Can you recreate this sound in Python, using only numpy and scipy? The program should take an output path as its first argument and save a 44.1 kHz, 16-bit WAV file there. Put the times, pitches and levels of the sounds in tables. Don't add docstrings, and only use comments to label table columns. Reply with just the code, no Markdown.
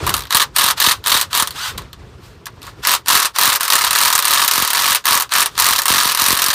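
import sys
import numpy as np
from scipy import signal
from scipy.fft import rfft, irfft, next_fast_len
from scipy.io import wavfile
from scipy.ndimage import uniform_filter1d

SR = 44100
rng = np.random.default_rng(int(sys.argv[2]) if len(sys.argv) > 2 else 0)


def output_pcm(signal):
    pcm = np.clip(np.atleast_2d(signal).T, -1, 1) * 32767
    wavfile.write(sys.argv[1], SR, np.round(pcm).astype(np.int16))


def attenuation_scalar(level_db):
    decades = np.asarray(level_db, float) / 20
    return 10 ** decades


N = 288795

# pulled in seconds, released in seconds, motor level in dB,
# casting ring in dB.
PULLS = [(0.28, 0.433, -27, -4.5), (0.532, 0.687, -22, -4), (0.748, 0.935, -22, -6.5),
         (1.023, 1.233, -26.5, -5), (1.283, 1.468, -31, -3.5), (2.809, 2.958, -22.5, -3.5),
         (3.047, 3.26, -20.5, -4.5), (3.327, 3.531, -23.5, -3), (3.538, 4.973, -23, -4.5),
         (5.006, 5.234, -28, -3), (5.288, 5.463, -22.5, -4.5), (5.54, 6.55, -30.5, -4.5)]
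# time in seconds, crack in dB, casting ring in dB.
TAPS = [(0.0662, -11.5, 1), (.075, -13, 5), (.0926, -8, 3), (.131, -24, -1), (0.1403, -3.5, -3),
        (1.507, -20, -9), (1.525, -29, -9), (1.7768, -24, -8), (1.78, -18.5, 0.5), (1.8197, -31, -2),
        (1.9305, -26, -5), (2.4573, -20, -24), (2.4671, -22, 1.5), (2.503, -44, -12), (2.562, -51, -10),
        (2.6178, -28, -10), (2.629, -26, -10), (2.639, -37, -1), (2.652, -32, -8), (2.6603, -38, -8),
        (2.6675, -27, 3), (2.6797, -40, 10)]
REPEATS_UNDER_HZ = 900
KNOCK_DULL_DB_PER_OCTAVE, KNOCK_BARE_DB = 5.0, -9.0
BLOW_SPREAD_DB, KNOCK_SPREAD_DB = 1.0, 1.6


def at_hz(points, hz):
    points = np.array(points)
    return np.interp(np.log(hz), np.log(points[:, 0]), points[:, 1])


def in_time(spells, rest_db):
    rows = []
    for spell in spells:
        before, after = (spell[0][0] - .004, rest_db), (spell[-1][0] + 0.0036, rest_db)
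        rows += [before] + list(spell) + [after]
    s, level_db = np.transpose(rows)
    return np.interp(np.arange(N) / SR, s, level_db)


def rms_one(x):
    return x / np.sqrt(np.mean(x ** 2) + 1e-20)


def drift(rate):
    r = np.exp(-80 * np.pi * rate / SR)
    white = rng.standard_normal(N // 40 + 2002)
    slow = signal.lfilter([1], [1, -2 * r, r * r], white)[2000:]
    return np.interp(np.arange(N) / 40, np.arange(len(slow)), rms_one(slow))


def filtered(x, order, hz, kind):
    return signal.sosfilt(signal.butter(order, hz, kind, fs=SR, output="sos"), x)


def split(x, hz):
    return [filtered(x, 4, hz, side) for side in ("low", "high")]


def bands(low_hz, count):
    white = rng.standard_normal((2, N))
    edges = np.minimum(low_hz * 2 ** (np.arange(count + 1) / 3), .45 * SR)
    for k, (low, high) in enumerate(zip(edges, edges[1:])):
        yield np.sqrt(low * high), filtered(white[k % 2], 2, [low, high], "band")


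def hiss(spectrum, low_hz, count, shared_db, own_db):
    together = shared_db * drift(10.0)
    total = np.zeros(N)
    for hz, noise in bands(low_hz, count):
        total += attenuation_scalar(at_hz(spectrum, hz) + together + own_db * drift(35.0)) * noise
    return rms_one(total)


def coloured(x, spectrum):
    size = next_fast_len(N)
    hz = np.maximum(np.fft.rfftfreq(size, 1 / SR), 1)
    return irfft(rfft(x, size) * attenuation_scalar(at_hz(spectrum, hz)), size)[:N]


def train(at, level):
    return np.bincount(at, level, N)[:N]


def dying(clicks, t60):
    return signal.lfilter([1], [1, -attenuation_scalar(-60 / (t60 * SR))], clicks + 1e-18)


def ring(clicks, hz, t60):
    r, w = attenuation_scalar(-60 / (t60 * SR)), 2 * np.pi * hz / SR
    return signal.lfilter([0, np.sin(w)], [1, -2 * r * np.cos(w), r * r], clicks + 1e-18)


def rumble_db():
    # time in seconds, rumble in dB.
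    shop_level = [
        (0, -37),
        (1.5, -37.5),
        (2.8, -38),
        (3.6, -47.5),
        (4.5, -56),
        (5.45, -43),
        (5.6, -33.5),
        (6.55, -57),
    ]
    # centre in seconds, half length in seconds, extra level in dB.
    handling = [
        (0.028, 0.24, 19.5),
        (1.775, 0.12, 8),
        (3.88, .12, 16.5),
    ]
    t = np.arange(N) / SR
    bumps = sum(db * np.maximum(1 - ((t - s) / half_s) ** 2, 0) for s, half_s, db in handling)
    return in_time([shop_level], -40) + bumps


def ducking(tool, knee_db, share):
    over = uniform_filter1d(tool ** 2, size=1800) / attenuation_scalar(2 * knee_db)
    return (1 + over) ** (-share / 2)


def workshop(tool):
    # frequency in Hz, level in dB per Hz.
    air_spectrum = [(30, -19.5), (50, -3), (118, -6), (190, -16.5), (300, -18), (400, -16), (700, -27.5),
                    (1050, -23), (2000, -31), (4000, -35), (8000, -45), (16000, -58)]
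    air = hiss(air_spectrum, 35, count=27, shared_db=1.3, own_db=2.0)
    return attenuation_scalar(rumble_db()) * air * ducking(tool, knee_db=-35.0, share=.3)


def thumps(held_s):
    # time in seconds, peak in dB.
    hardest = [(0.3502, -17), (0.6452, -27), (0.8749, -17), (1.1522, -19), (1.4269, -23), (3.1335, -29),
               (3.1556, -22), (3.4796, -21), (4.0593, -29), (4.583, -22), (4.6043, -29), (4.6266, -22),
               (4.9094, -26), (5.1131, -26), (5.1569, -27), (5.7113, -27), (5.9066, -17), (5.9285, -24),
               (5.9503, -26), (5.9721, -25), (6.0582, -24), (6.2229, -24), (6.2881, -25), (6.3093, -20),
               (6.3307, -17), (6.4872, -27)]
    lag_s, every_blow_db = .004, -33.5
    s, level_db = np.transpose(hardest)
    hard_clicks = train(np.round(s * SR).astype(int), attenuation_scalar(level_db - 5.5))
    sway = ring(hard_clicks, hz=52, t60=0.037)
    s = np.append(s, held_s + lag_s)
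    level_db = np.append(level_db, every_blow_db + BLOW_SPREAD_DB * rng.standard_normal(len(held_s)))
    thump_clicks = train(np.round((s - .003) * SR).astype(int), attenuation_scalar(level_db + 5.0))
    t = np.arange(900) / SR
    turns, start_s, fade_s = 0.82, 0.00095, 0.0044
    swing = -np.sin(2 * np.pi * turns * np.log(1 + t / start_s)) * np.exp(-t / fade_s)
    return filtered(signal.fftconvolve(thump_clicks, swing)[:N], 2, 45, "high") + sway


def motor():
    # frequency in Hz, level in dB per Hz.
    gear_spectrum = [(300, -32.5), (600, -17.5), (1300, 1), (2300, -9.5), (3000, -5), (4300, -4.5),
                     (5200, -10.5), (9000, -13), (16000, -20)]
    # start, loud from, loud until and end in seconds,
    # whirr in dB.
    sliding = [
        (0, .04, .13, .27, -28),
        (1.775, 1.8, 1.81, 1.85, -42),
        (2.2, 2.24, 2.26, 2.36, -43),
        (2.61, 2.64, 2.695, 2.74, -38),
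        (2.785, 2.8, 2.82, 2.84, -48),
        (5.42, 5.52, 5.59, 5.62, -41),
    ]
    # time in seconds, whirr in dB.
    free_spin = [
        (1.53, -44),
        (1.56, -26.5),
        (1.62, -23.5),
        (1.66, -20.5),
        (1.7, -23),
        (1.73, -37),
        (1.77, -56),
    ]
    edge_db, still_db = -58.0, -61.0
    slides = [[(a, edge_db), (b, db), (c, db), (d, edge_db)] for a, b, c, d, db in sliding]
    rise_s, fall_s = 0.028, 0.064
    loaded = [[(on, db - 38.0), (on + rise_s, db), (off, db), (off + fall_s, db - 29.0)]
              for on, off, db, _ in PULLS]
    unloaded_db = in_time(sorted(slides + [free_spin]), still_db)
    turning_db = np.maximum(unloaded_db, in_time(loaded, still_db))
    return attenuation_scalar(turning_db) * hiss(gear_spectrum, 400, count=17, shared_db=.5, own_db=1.0)


def whine():
    # time in seconds, pitch in Hz, level in dB.
    spin_pitch = [
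        (1.545, 700, -55),
        (1.565, 960, -40),
        (1.585, 1260, -35),
        (1.62, 1480, -33),
        (1.645, 1540, -33),
        (1.67, 1330, -34),
        (1.7, 1120, -38),
        (1.73, 1000, -60),
    ]
    s, hz, level_db = np.transpose(spin_pitch)
    t = np.arange(N) / SR
    unsteady_hz = np.interp(t, s, hz) * (1 + .02 * drift(60.0))
    turn = 2 * np.pi * np.cumsum(unsteady_hz) / SR
    driven = uniform_filter1d(1.0 * (t < s[np.argmax(hz)]), size=900) * attenuation_scalar(3 * drift(50.0))
    second = attenuation_scalar(-10.0) * np.sin(2 * turn)
    upper = attenuation_scalar(-1.0) * (np.sin(3 * turn) + .5 * np.sin(4 * turn))
    tone = np.sin(turn) + driven * (second + upper)
    return attenuation_scalar(np.interp(t, s, level_db, -120, -120) + 2.0 + 4.0 * drift(70.0)) * tone


def streaks(table, gap_s):
    most_blows, scatter_s = 12, .0002
    first, last, blow_db, knock_db = np.transpose(table)[:, :, None]
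    gaps, k = np.round((last - first) / gap_s), np.arange(most_blows)
    luck = rng.standard_normal((len(table), most_blows, 3))
    s = first + (last - first) * k / gaps + scatter_s * luck[..., 0]
    blow_db = blow_db + BLOW_SPREAD_DB * luck[..., 1]
    knock_db = knock_db + KNOCK_SPREAD_DB * luck[..., 2]
    return [v[k <= gaps] for v in (s, blow_db, knock_db)]


def blows():
    # first blow in seconds, last blow in seconds, blow in dB, take-up knock in dB.
    holding = [(.347, .369, 0, -29), (.4058, .4255, -11, -5), (.595, .7085, -6, -8),
               (.8248, .918, -7.5, -2.5), (1.103, 1.1738, -7, -2.5), (1.350, 1.4235, -5, -12.5),
               (2.893, 2.937, -5.5, -4.5), (3.108, 3.174, -3.5, -4.5), (3.4122, 3.4763, -4.5, -7),
               (3.7325, 3.7538, 0, -18.5), (3.9079, 3.9303, -5.5, -22), (4.034, 4.079, -6, -5),
               (4.359, 4.4464, -9, -6), (4.5357, 4.622, -6, -12.5), (4.7565, 4.928, -9.5, -5.5),
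               (5.086, 5.1745, -6.5, -5.5), (5.361, 5.4262, -6, -4.5), (5.6216, 5.7082, -3, -9.5),
               (5.9022, 6.119, -7.5, -6.5), (6.197, 6.327, -5.5, -8), (6.3512, 6.3968, -11, -9.5),
               (6.419, 6.4838, -5.5, -18.5)]
    slipping = [(1.202, 1.228, -14.5, -13.5), (3.2006, 3.2552, -7.5, -7.5), (3.4998, 3.558, -6, -7),
                (3.608, 3.632, -9.5, -39), (3.6517, 3.6796, -9.5, -30), (3.789, 3.8755, -7, -7),
                (3.9585, 4.0138, -3.5, -5.5), (4.102, 4.152, -4.5, -20.5), (4.2526, 4.335, -4, -8.5),
                (4.4787, 4.5116, -1.5, -27), (4.649, 4.703, -7.5, -15), (5.7325, 5.7893, -6, -8.5),
                (5.856, 5.881, -2.5, -34.5), (6.1483, 6.1739, -7.5, -17), (6.5115, 6.5384, -12.5, -5.5)]
    return streaks(holding, gap_s=.022), streaks(slipping, gap_s=.0275)


def hammer(held, slipped):
    # time in seconds, crack in dB.
    lone_blows = [(.3535, -6.5), (0.5627, -2.5), (0.5843, -3.5), (.801, -1.5), (1.071, -5), (1.08, -10.5),
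                  (1.2122, -5), (1.4732, -14.5), (2.871, -2), (2.9496, -8), (3.083, -1.5), (3.3852, -1),
                  (3.702, -1), (4.1787, -5.5), (4.1897, -4), (4.2242, -8.5), (4.732, -7), (4.948, -4.5),
                  (4.957, -5), (5.055, -6), (5.067, -7), (5.1993, -10.5), (5.2074, -8.5), (5.222, -9.5),
                  (5.337, -4), (5.4592, -7), (5.5982, -1), (5.8184, -10), (5.8344, -19)]
    # time in seconds, crack in dB.
    take_up = [(0.3066, -9.5), (.325, -3.5), (0.779, -16), (1.04, -19), (1.0613, -7.5), (1.33, -8),
               (2.8502, -7.5), (3.06, -19), (3.072, -17), (3.3613, -10), (3.7225, 0.5), (5.046, -22),
               (5.2926, -26), (5.3198, -6.5), (5.328, -11.5), (5.553, -24), (5.5782, -6), (5.589, -3)]
    knock_lead_s, scatter_s = 0.0081, .0006
    chatter_lag_s, chatter_db = .0035, -4
    bounce_lag_s, bounce_db = .0065, -10.0
    s, blow_db, knock_db = np.hstack([held, slipped])
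    luck = rng.standard_normal((len(s), 5)).T
    knock_s = s - knock_lead_s + scatter_s * luck[0]
    chatter_s = knock_s + chatter_lag_s + scatter_s * luck[1]
    bounce_s = s + bounce_lag_s + scatter_s * luck[3]
    k = np.arange(8)
    coast_gaps_s = .0128 * 1.05 ** k
    coast_s = .1657 + np.cumsum(coast_gaps_s) - coast_gaps_s
    soft = [(knock_s, knock_db),
            (chatter_s, knock_db + chatter_db + KNOCK_SPREAD_DB * luck[2]),
            (bounce_s, blow_db + bounce_db + KNOCK_SPREAD_DB * luck[4]),
            np.transpose(take_up)]
    singles = np.transpose(lone_blows + [row[:2] for row in TAPS])
    hard = [(s, blow_db), singles, (coast_s, -15.0 - 1.8 * k)]
    s, crack_db = np.hstack(soft + hard)
    return s, crack_db, np.arange(len(s)) < np.hstack(soft).shape[1]


def contacts(s, crack_db, soft):
    count, under_db, spread_db, within_s = 2, -13.0, 3.0, .014
    late_s = s[:, None] + 0.001012 + within_s * rng.random((len(s), count))
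    late_db = crack_db[:, None] + under_db + spread_db * rng.standard_normal((len(s), count))
    at = np.round(np.append(s, late_s) * SR).astype(int)
    return np.minimum(at, N - 1), np.append(crack_db, late_db), np.append(soft, np.repeat(soft, count))


def cracks(at, crack_db):
    clicks = train(at, attenuation_scalar(crack_db + 3.5) * rng.choice([-1, 1], len(at)))
    return filtered(clicks, 2, 1500, "high")


def treble_octaves(hz):
    return np.log2(max(hz, 4000) / 4000)


def modes(at, crack_db, soft):
    # frequency in Hz, level in dB, t60 in seconds.
    resonances = [(415, -33.5, 0.19), (707.4, -26.5, 0.12), (956.5, -10.5, 0.019), (1108, -16, 0.12),
                  (1246, -11.5, 0.04), (1470, -31, 0.028), (1684, -11, 0.02), (2825, -29, 0.054),
                  (3757, -12.5, 0.025), (4070, -10, 0.026), (4504, -10.5, 0.023), (5510, -33, 0.024),
                  (9280, -8, 0.0031), (12040, -6.5, .011)]
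    out = np.zeros(N)
    for hz, level_db, t60 in resonances:
        dull_db = KNOCK_DULL_DB_PER_OCTAVE * soft * treble_octaves(hz)
        size = attenuation_scalar(crack_db - dull_db + level_db + 1.0 * rng.standard_normal(len(at)))
        sign = rng.choice([-1, 1], len(at)) if hz > REPEATS_UNDER_HZ else 1
        out += ring(train(at, size * sign), hz, t60)
    return out


def struck(at, crack_db, soft):
    # frequency in Hz, level in dB per Hz.
    steel_spectrum = [(300, -21.5), (600, -19), (800, -13.5), (960, -3.5), (1250, -2), (1480, -8.5),
                      (1720, -5.5), (2200, -12), (2850, -10.5), (4150, -10), (5600, -8.5), (7600, -10),
                      (9600, -4.5), (16000, -9)]
    # frequency in Hz, t60 in seconds.
    steel_t60 = [(500, 0.13), (1800, 0.062), (5000, 0.059), (13000, 0.032)]
    colour_db, dull, tail_db = 1.8, 0.75, -10.0
    fast, slow, rise_cycles = .17, 1.41, 2.6
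    out, click = np.zeros(N), np.eye(1, 5000)[0]
    for hz, noise in bands(303.4, count=18):
        slope_db = dull * np.minimum(crack_db + 18.5, 0) - KNOCK_DULL_DB_PER_OCTAVE * soft
        weak_db = slope_db * treble_octaves(hz)
        size = attenuation_scalar(crack_db + weak_db + colour_db * rng.standard_normal(len(at)))
        t60 = at_hz(steel_t60, hz) / 2
        lag = np.exp(-hz / (rise_cycles * SR))
        power = click if hz < REPEATS_UNDER_HZ else train(at, size ** 2)
        power = dying(power, t60 * fast) + attenuation_scalar(2 * tail_db) * dying(power, t60 * slow)
        sound = np.sqrt(signal.lfilter([1 - lag], [1, -lag], power)) * noise[-len(power):]
        if hz < REPEATS_UNDER_HZ:
            sound = signal.oaconvolve(train(at, size), sound)[:N]
        out += sound
    return attenuation_scalar(14.5) * coloured(out, steel_spectrum)


def casting_db():
    s, ring_db = np.transpose(sorted([(row[0], row[-1]) for row in PULLS + TAPS]))
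    latest = np.maximum(np.searchsorted(s, np.arange(N) / SR + .002) - 1, 0)
    return uniform_filter1d(ring_db[latest], size=100)


def ringing_work(at, crack_db, soft):
    work = struck(at, crack_db, soft) + modes(at, crack_db, soft)
    castings, socket = split(work, 2300)
    shank = split(split(socket, 3100)[1], 4130)[0]
    socket = socket + shank * np.where(np.arange(N) < 2 * SR, .6, 0)
    return socket + castings * attenuation_scalar(casting_db())


def scene():
    held, slipped = blows()
    at, crack_db, soft = contacts(*hammer(held, slipped))
    work = ringing_work(at, crack_db, soft)
    tool = work + cracks(at, crack_db + KNOCK_BARE_DB * soft) + motor() + whine()
    return (tool + thumps(held[0]) + workshop(tool))[None]


def top_cut(x):
    return signal.sosfilt(signal.butter(12, 16460, fs=SR, output="sos"), x)


def record(dry):
    heard = filtered(dry, 2, 38, "high")
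    heard = .45 * heard + .55 * signal.lfilter(*signal.iirnotch(10500, 9.0, SR), heard)
    held = 0.94 * np.tanh(heard / 1.15)
    top_hz = 15650
    cut = signal.sosfilt(signal.cheby2(12, 55, top_hz * 1.03, fs=SR, output="sos"), held)
    return top_cut(np.clip(cut, -1, 1))


dry = scene()
out = record(dry)
output_pcm(out)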